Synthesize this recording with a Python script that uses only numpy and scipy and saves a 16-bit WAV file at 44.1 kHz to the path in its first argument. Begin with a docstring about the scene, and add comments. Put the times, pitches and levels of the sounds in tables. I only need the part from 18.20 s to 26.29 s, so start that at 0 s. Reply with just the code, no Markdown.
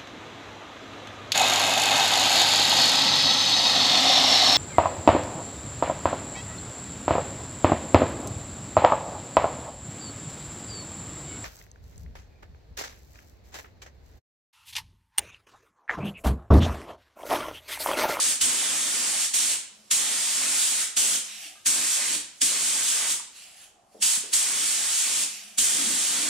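"""A jet of air hisses at once: a compressed-air spray gun, triggered ten times over a bare car body in a garage.
The jet, its rush on the panels and the roar and drone of the hollow body are coloured noises under one valve;
low thumps and gusts come with each opening, and shifting random echoes make each release ring away.
Between pulls filtered hiss bleeds out, the hose drags as a fuzzy band with a wavering hum, and bursts of
resonant noise knock. Late on, a low band of noise booms as the jet blows across a cavity."""
import sys
import numpy as np
from scipy import signal
from scipy.fft import rfft, irfft, next_fast_len
from scipy.io import wavfile
from scipy.ndimage import uniform_filter1d

SR = 44100
rng = np.random.default_rng(int(sys.argv[2]) if len(sys.argv) > 2 else 0)


def pcm_store(signal):
    """Save signal as 16-bit PCM."""
    levels = np.round(np.clip(np.atleast_2d(signal), -1, 1) * 32767)
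    wavfile.write(sys.argv[1], SR, levels.astype(np.int16).T)


N = 356769
T = np.arange(N) / SR  # s

# Source levels are set ahead of the room mix; colour tables shape a noise before it is levelled.
# trigger pulls: (valve fully open [s], valve starts to shut [s], opening time [s], surge of the full hose [dB],
# scale of the low push of air [dB], gust at the microphone [dB])
PULLS = [(0.0, 0.121, .012, -2, -70, -68), (0.214, 1.05, 0.016, 5.5, -52, -56),
         (1.141, 1.333, 0.016, 3, -58, -65), (1.713, 2.631, 0.013, 7.5, -51, -58),
         (2.771, 2.96, 0.018, 4.5, -47, -57.5), (3.464, 3.95, 0.018, 7.5, -47, -64),
         (4.218, 4.916, 0.017, 8.5, -46, -61.5), (5.826, 5.958, .027, 3.5, -73, -78),
         (6.136, 7.029, 0.027, 6, -44, -64), (7.384, 8.09, 0.017, 4.5, -44, -59)]
# colours of the hissing jet, its thin top heard most on axis, the rush on the panel,
# the roar in the recesses and the drone of the body: (frequency [Hz], relative density [dB])
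JET_COLOUR = [(2470, -43), (4200, -17), (4950, -10.5), (7030, 1), (8750, 1.5), (9290, 1), (11400, -16.5),
              (13000, -48)]
FIZZ_COLOUR = [(9500, -2.5), (11400, -3), (12600, -1.5), (15500, -11)]
RUSH_COLOUR = [(880, -15.5), (1500, -8.5), (2090, -5), (3110, 1.5), (4930, 0), (5500, -0.5), (7150, -8.5),
               (12100, -120)]
ROAR_COLOUR = [(240, -48), (400, -10.5), (467, -12.5), (506, -10.5), (641, -7), (2000, -2.5), (2600, -3),
               (4400, -120)]
DRONE_COLOUR = [(65, -63), (110, -47), (129, -9), (221, -3), (281, -1), (335, -3.5), (429, -11.5),
                (500, -7.5), (650, -14), (1100, -120)]
# one entry each for jet, fizz, rush, roar, drone: (base level [dB])
LAYER_DB = [-29, -44.5, -35, -43, -54.5]
# same five layers, roar and drone build up late: (change per dB of surge [dB])
SURGE_SHARE = [0.9, 1.0, 1, -0.95, -0.089]
# same five layers: (time constant of the surge settling [s])
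SURGE_S = [0.053, 0.068, 0.013, 0.05, 0.011]
# same five layers: (change per dB of aim [dB])
AIM_SHARE = [1.01, 1.35, 0.5, -1.4, -1.12]
# the gun swings between recesses and open panel: (time [s], aim [dB], extra drone [dB])
AIM = [(0.0, 3, -7), (0.08, 3.5, 6), (0.3, -0.5, 1.5), (0.97, 0, 1), (1.03, 2, -6.5), (1.3, 1.5, 1.5),
       (1.9, -0.5, -2), (2.12, 0.5, -5), (2.26, 0.5, 3.5), (2.43, 4, 0), (2.54, 0.5, -4.5), (2.9, 2, 5),
       (3.6, 0, -1), (3.74, 3.5, -7), (3.8, -1.5, -7), (3.96, 1, 8.5), (4.35, -1, -1), (4.48, 2, 1),
       (4.6, 0, -1), (4.7, 3.5, 0), (4.86, -1.5, -8), (4.92, 4, 8), (5.86, 2.5, -5), (5.93, 2.5, -10),
       (6.34, -0.5, -1), (6.52, 2.5, 3.5), (6.6, -0.5, -2), (6.8, 3, -10), (6.9, 0, 0), (7.03, 2, 3.5),
       (7.5, 2.5, 5.5), (7.6, 1, 6.5), (7.86, 1.5, 0.5), (8.09, -1, 3)]
# extra roar, deeper where the gun works inside the bay: (time [s], level [dB])
ROAR_LEVEL = [(0.0, 2.5), (0.5, 0), (1.3, -1), (1.9, 0), (2.1, -2.5), (2.25, 4), (2.5, 1), (2.9, 1.5),
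              (3.6, 2.5), (3.9, -0.5), (4.4, 0), (4.85, 2.5), (5.9, -0.5), (6.4, -1), (7.0, -0.5), (7.6, 2),
              (8.09, 0)]

# lone gusts besides those of the openings: (start [s], peak level [dB])
LONE_GUSTS = [(0.26, -78), (0.57, -68), (0.9, -69), (2.64, -65), (3.97, -69.5), (4.65, -71), (6.5, -71.5),
              (6.65, -67), (6.93, -71.5), (7.66, -59.5), (7.82, -67), (7.95, -63)]
# colour of the gusts: (frequency [Hz], relative density [dB])
GUST_COLOUR = [(20, -9.5), (35, 3.5), (55, 1), (80, 10), (110, -2), (140, -31)]
GUST_S, CALM_DB = 0.03, -90.5  # time a gust takes to peak [s], level between gusts [dB]

# how alike the direct sound and the gusts are in the two channels: (frequency [Hz], likeness [-1 to 1])
DIRECT_LIKENESS = [(60, 0.76), (300, 1), (700, 0.97), (1400, 0.53), (3100, 0.86), (6000, 0.49),
                   (15000, 0.31)]
# phase lead of the left port in the direct sound: (frequency [Hz], lead [rad])
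LEFT_LEAD = [(0, -1), (690, 0.56), (1030, 1.08), (4390, -0.45), (5000, 1.5), (6720, -1.5), (8350, -2),
             (10200, -4), (13900, -9.0), (15200, -9)]
LEAN_DB = -1  # the gun stands nearer one port: left minus right [dB]
# how fast the garage echoes die: (frequency [Hz], time to fall 60 dB [s])
ECHO_T60 = [(100, 1), (300, 0.35), (1000, 0.64), (3000, 0.6), (8000, 0.43), (14000, 0.13)]
# how alike the echoes and the still air are in the two channels: (frequency [Hz], likeness [-1 to 1])
ROOM_LIKENESS = [(60, 0.35), (300, 0.82), (700, 0.15), (1400, 0.3), (3100, 0.43), (6000, 0.15),
                 (15000, 0.063)]
# colour of the echoes, thin below about 190 Hz: (frequency [Hz], gain [dB])
ECHO_COLOUR = [(150, -6), (190, -2), (260, 0), (16000, -1)]
WET_DB = -3.5  # echoes against direct sound, before both are scaled together
# colour of the still garage: (frequency [Hz], relative density [dB])
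AIR_COLOUR = [(15, -46), (25, -16), (427, -16), (709, -12), (978, -16.5), (1180, -15.5), (2180, -32),
              (5420, -35), (15000, -57)]
AIR_DB = -66

# puffs of air bleeding past the half-released trigger: (peak [s], swell [dB/s], fade [dB/s],
# peak hiss level [dB], hollow band over the hiss at the peak [dB])
BLEED = [(1.69, 15, 300, -60.5, -24), (3.08, 60, 48, -51.5, -10), (3.265, 38, 252, -43.5, -6.5),
         (3.45, 46, 300, -64, -16), (4.2, 60, 300, -55.5, -24), (5.17, 300, 110, -50.5, -12),
         (5.23, 122, 130, -55, -2), (5.435, 82, 258, -49.5, -11), (5.73, 600, 40, -66, -22),
         (6.12, 60, 300, -47.5, -28), (7.13, 102, 49, -42.5, -7.5)]
# colour of the bleeding hiss: (frequency [Hz], relative density [dB])
BLEED_COLOUR = [(590, -58), (1000, -18), (1840, -11), (2340, -12), (2870, -8.5), (3790, -9), (4550, -7),
                (7630, -5), (10500, -8), (11900, -16), (15500, -25)]
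HOLLOW_HZ, HOLLOW_WIDTH_HZ = 2710, 1000
HOLLOW_PEAKING = 1.2  # the hollow band swells and fades this many times faster than the hiss

# the hose dragging over the floor: (start [s], end [s], scrape level [dB], hum level before its lumps [dB])
DRAG = [(1.51, 1.707, -88, -71.5), (3.05, 3.25, -70, -73), (3.2, 3.404, -65.5, -89),
        (5.2, 5.55, -69.5, -84), (5.542, 5.8, -68, -85), (5.74, 5.902, -72, -64), (7.1, 7.39, -71, -69.5)]
SCRAPE_HZ, SCRAPE_WIDTH_HZ = 725, 210
HUM_HZ, HUM_WAVER_HZ = 207, 6.1  # mean pitch, RMS waver

# small knocks: (start [s], level before attack and decay [dB], centre [Hz], time to fall 60 dB [s],
# width [octaves])
KNOCKS = [(1.533, -71, 600, .03, 1.5), (3.255, -59, 310, .1, .4), (3.354, -57, 1230, .2, .12),
          (3.355, -58, 1610, 0.18, 0.092), (3.98, -55, 282, 0.069, .6), (4.989, -41.5, 1020, 0.094, 0.53),
          (5.744, -50, 420, 0.25, 1.5), (5.974, -50, 200, 0.084, 0.79), (6.032, -50, 377, 0.27, 1.5)]

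# the jet blows across a cavity and it booms: (start [s], end [s], peak level [dB])
BOOMS = [(7.515, 7.842, -44.5), (7.87, 8.2, -49.5)]
BOOM_HZ, BOOM_WIDTH_HZ = 267, 112

# colour difference of the two ports: (frequency [Hz], left minus right [dB])
PORT_TILT = [(60, 1), (110, -1.5), (200, 0), (380, 0.5), (700, -1.5), (1290, -2), (2380, -1), (4400, -1),
             (8120, -0.5), (15000, 3.5)]
EDGE_HZ = 15740  # upper band limit


def gain_of(db):
    """Amplitude gain of a level in dB."""
    return 10 ** (np.asarray(db) / 20)


def evened(x):
    """Scales a signal to an RMS of one."""
    return x / np.sqrt(np.mean(x ** 2) + 1e-20)


def read(points, hz):
    """Reads a frequency table between its points, on a log frequency scale."""
    f, value = np.transpose(points)
    return np.interp(np.log(hz + 1), np.log(f + 1), value)


def filtered(x, response):
    """Multiplies the spectrum of x by response(hz)."""
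    size = next_fast_len(x.shape[-1])
    spectrum = rfft(x, size) * response(np.fft.rfftfreq(size, 1 / SR))
    return irfft(spectrum, size)[..., :x.shape[-1]]


def shade(colour):
    """Gain of a colour table, falling away steeply outside its ends."""
    low, high = colour[0][0], colour[-1][0]

    def response(hz):
        skirts = np.minimum(hz / low, 1) ** 4 * np.minimum(high / (hz + 1), 1) ** 4
        return gain_of(read(colour, hz)) * skirts
    return response


def smooth_noise(size, passes=1):
    """Slow random movement: noise under a running mean of so many samples."""
    x = rng.standard_normal(N)
    for _ in range(passes):
        x = uniform_filter1d(x, size=size)
    return evened(x)


def turbulence(colour, patchy_db, flutter_db):
    """Coloured noise with drifting patches and a fast flutter shared by all frequencies."""
    frames = N // 128 + 5
    real, imaginary, patches = rng.standard_normal((frames, 257, 3)).T
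    patches = uniform_filter1d(patches, size=8, axis=0)  # across frequency
    patches = evened(uniform_filter1d(patches, size=30, axis=1))  # across time
    grains = (real + 1j * imaginary) * gain_of(patchy_db * patches)
    noise = signal.istft(grains, nperseg=512, noverlap=384)[1][:N]
    fluttering = noise * gain_of(flutter_db * smooth_noise(60))
    return evened(filtered(fluttering, shade(colour)))


def band(hz, width):
    """Noise through a steep resonance."""
    return evened(filtered(rng.standard_normal(N), lambda f: 1 / (1 + (2 * (f - hz) / width) ** 4)))


def pair(a, b, likeness):
    """Two channels from two unrelated signals, alike by a table over frequency."""
    def alike(hz):
        return np.clip(read(likeness, hz), -1, 1)

    second = filtered(a, alike) + filtered(b, lambda hz: np.sqrt(1 - alike(hz) ** 2))
    return np.array([a, second])


def gun():
    """Jet, fizz, rush, roar and drone: five turbulent noises under one valve, balanced by the aim."""
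    colours = [(JET_COLOUR, -0.03, 0.9), (FIZZ_COLOUR, 0.6, 0.9), (RUSH_COLOUR, 1.23, 0.0),
               (ROAR_COLOUR, 1.3, 0.7), (DRONE_COLOUR, 1.3, 1.6)]  # colour, patches [dB], flutter [dB]
    s, aim_db, drone_db = np.transpose(AIM)
    levels_db = np.outer(AIM_SHARE, np.interp(T, s, aim_db)) + np.array(LAYER_DB)[:, None]
    levels_db[-1] += np.interp(T, s, drone_db)
    levels_db[-2] += np.interp(T, *np.transpose(ROAR_LEVEL))
    valve = np.zeros((len(colours), N))
    for start, end, opening, surge_db, *_ in PULLS:
        rise_db = 40 * np.minimum(T - start, 0) / opening  # climbs 40 dB in the opening time
        fall_db = -np.maximum(T - end, 0) * 224.0  # dB per second
        open_db = np.maximum(rise_db + fall_db, -200)
        since = np.maximum(T - start, 0)
        snap_db = 3.03 * np.exp(-since / 0.05)
        settling = np.exp(-since / np.array(SURGE_S)[:, None]) * np.array(SURGE_SHARE)[:, None]
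        valve += gain_of(open_db + snap_db + surge_db * settling)
    layers = np.array([turbulence(*colour) for colour in colours])
    return (valve * gain_of(levels_db) * layers).sum(0)


def thumps():
    """A low suck and push of air, rising in pitch and dying away, around each opening."""
    out = np.zeros(N)
    for start, *_, thump_db, _ in PULLS:
        u = np.maximum(T - start + .004, 0) / .02  # begins 4 ms ahead, in units of 20 ms
        out -= gain_of(thump_db) * np.sin(3.6 * u + .3 * u ** 2) * u * np.exp(-u)
    return out


def buffet():
    """Lumpy low noise, much alike at both ports: a gust follows each opening, a few come alone."""
    low = filtered(pair(*rng.standard_normal((2, N)), DIRECT_LIKENESS), shade(GUST_COLOUR))
    opening_gusts = [(pull[0], pull[-1]) for pull in PULLS]
    level = gain_of(CALM_DB)
    for start, db in LONE_GUSTS + opening_gusts:
        u = np.maximum(T - start, 0) / GUST_S
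        level = level + gain_of(db) * u * np.exp(1 - u)
    return level * evened(low)


def ports(a, b):
    """The spray is a wide source: the two ports hear it partly alike, with a lean and a phase lead."""
    right, left = pair(a, b, DIRECT_LIKENESS)
    left = filtered(left, lambda hz: np.exp(1j * read(LEFT_LEAD, hz)))
    return np.array([left, right]) * gain_of([[LEAN_DB / 2], [-LEAN_DB / 2]])


def echoes():
    """Dense random echoes, each band dying at its own speed with its energy kept."""
    noise = pair(*rng.standard_normal((2, SR)), ROOM_LIKENESS)
    hz, t, grains = signal.stft(noise, SR, nperseg=256)
    t60 = read(ECHO_T60, hz)[:, None]
    dying = grains * gain_of(-60 * t / t60) / np.sqrt(t60)
    tail = signal.istft(dying, SR, nperseg=256)[1]
    return np.pad(tail, [(0, 0), (200, 0)]) / np.linalg.norm(tail[0])  # 200 samples of pre-delay


def garage(x, count=8):
    """The gun never rests, so its echoes keep changing: the sound is handed from one pattern to the next."""
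    place = T / .016 % count  # a new pattern every 16 ms, going round
    out = np.zeros((2, N))
    for k in range(count):
        away = abs((place - k + count / 2) % count - count / 2)
        share = np.cos(np.pi / 2 * np.minimum(away, 1))  # equal-power crossfade
        out += signal.fftconvolve((x * share)[None], echoes(), axes=1)[:, :N]
    return filtered(out, shade(ECHO_COLOUR))


def still_air():
    """The quiet garage: steady coloured noise, partly alike in the two channels."""
    noise = pair(*rng.standard_normal((2, N)), ROOM_LIKENESS)
    return gain_of(AIR_DB) * evened(filtered(noise, shade(AIR_COLOUR)))


def bleed():
    """Air leaking past the trigger: puffs of thin hiss with a hollow resonant band in them."""
    hiss, hollow = np.zeros((2, N))
    for peak, swell, fade, db, hollow_db in BLEED:
        slope_db = -swell * np.maximum(peak - T, 0) - fade * np.maximum(T - peak, 0)
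        under_db = np.maximum(slope_db, -200)
        hiss += gain_of(db + under_db)
        hollow += gain_of(db + hollow_db + HOLLOW_PEAKING * under_db)
    thin = turbulence(BLEED_COLOUR, patchy_db=-3.0, flutter_db=-1.5)
    return hiss * thin + hollow * band(HOLLOW_HZ, HOLLOW_WIDTH_HZ)


def hose():
    """Rubber on concrete: a fuzzy band and a wavering hum, heard only while the hose moves."""
    start, end, scrape_db, hum_db = np.transpose(DRAG)
    moving = np.sin(np.pi * np.clip((T[:, None] - start) / (end - start), 0, 1)) ** 0.35
    pitch_hz = HUM_HZ + HUM_WAVER_HZ * smooth_noise(2000, passes=2)
    hum = np.sqrt(2) * np.sin(2 * np.pi * np.cumsum(pitch_hz) / SR)
    hum *= gain_of(4.0 * smooth_noise(700, passes=2))  # it comes in lumps
    scrape = band(SCRAPE_HZ, SCRAPE_WIDTH_HZ)
    return moving @ gain_of(scrape_db) * scrape + moving @ gain_of(hum_db) * hum


def knocks():
    """Each knock is a dying burst of noise in a resonance around its centre."""
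    out = np.zeros(N)
    t = np.arange(SR // 3) / SR
    for start, db, hz, t60, octaves in KNOCKS:
        noise = rng.standard_normal(len(t))
        ring = evened(filtered(noise, lambda f: 1 / (1 + (2 * np.log2((f + 1) / hz) / octaves) ** 4)))
        attack = 1 - np.exp(-t / 0.0035)
        at = round(start * SR)
        out[at:at + len(t)] += gain_of(db - 60 * t / t60) * attack * ring
    return out


def cavity():
    """Noise in one low resonance, swelling while the jet crosses the opening."""
    swell = np.zeros(N)
    for start, end, db in BOOMS:
        swell += gain_of(db) * np.sin(np.pi * np.clip((T - start) / (end - start), 0, 1))
    return swell * band(BOOM_HZ, BOOM_WIDTH_HZ)


def scene():
    """Mixes direct sound and echoes, then adds thumps, gusts and still air; hose and cavity stay dry."""
    small = knocks()
    close = hose() + cavity()
    a, b = (gun() + bleed() + small for _ in range(2))  # two unrelated sprays, the same knocks
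    wet = gain_of(WET_DB)
    heard = ports(a + close, b + close) + wet * garage(a)
    heard /= np.sqrt(.5 + .5 * wet ** 2)
    return heard + thumps() + buffet() + still_air()


def record(dry):
    """The two ports differ in colour; a steep low-pass then limits the band."""
    tilted = filtered(dry, lambda hz: gain_of(np.outer([.5, -.5], read(PORT_TILT, hz))))
    low_pass = signal.firwin(1023, EDGE_HZ, window=("kaiser", 11), fs=SR)
    return signal.oaconvolve(tilted, low_pass[None], "same")


dry = scene()
out = record(dry)
pcm_store(out)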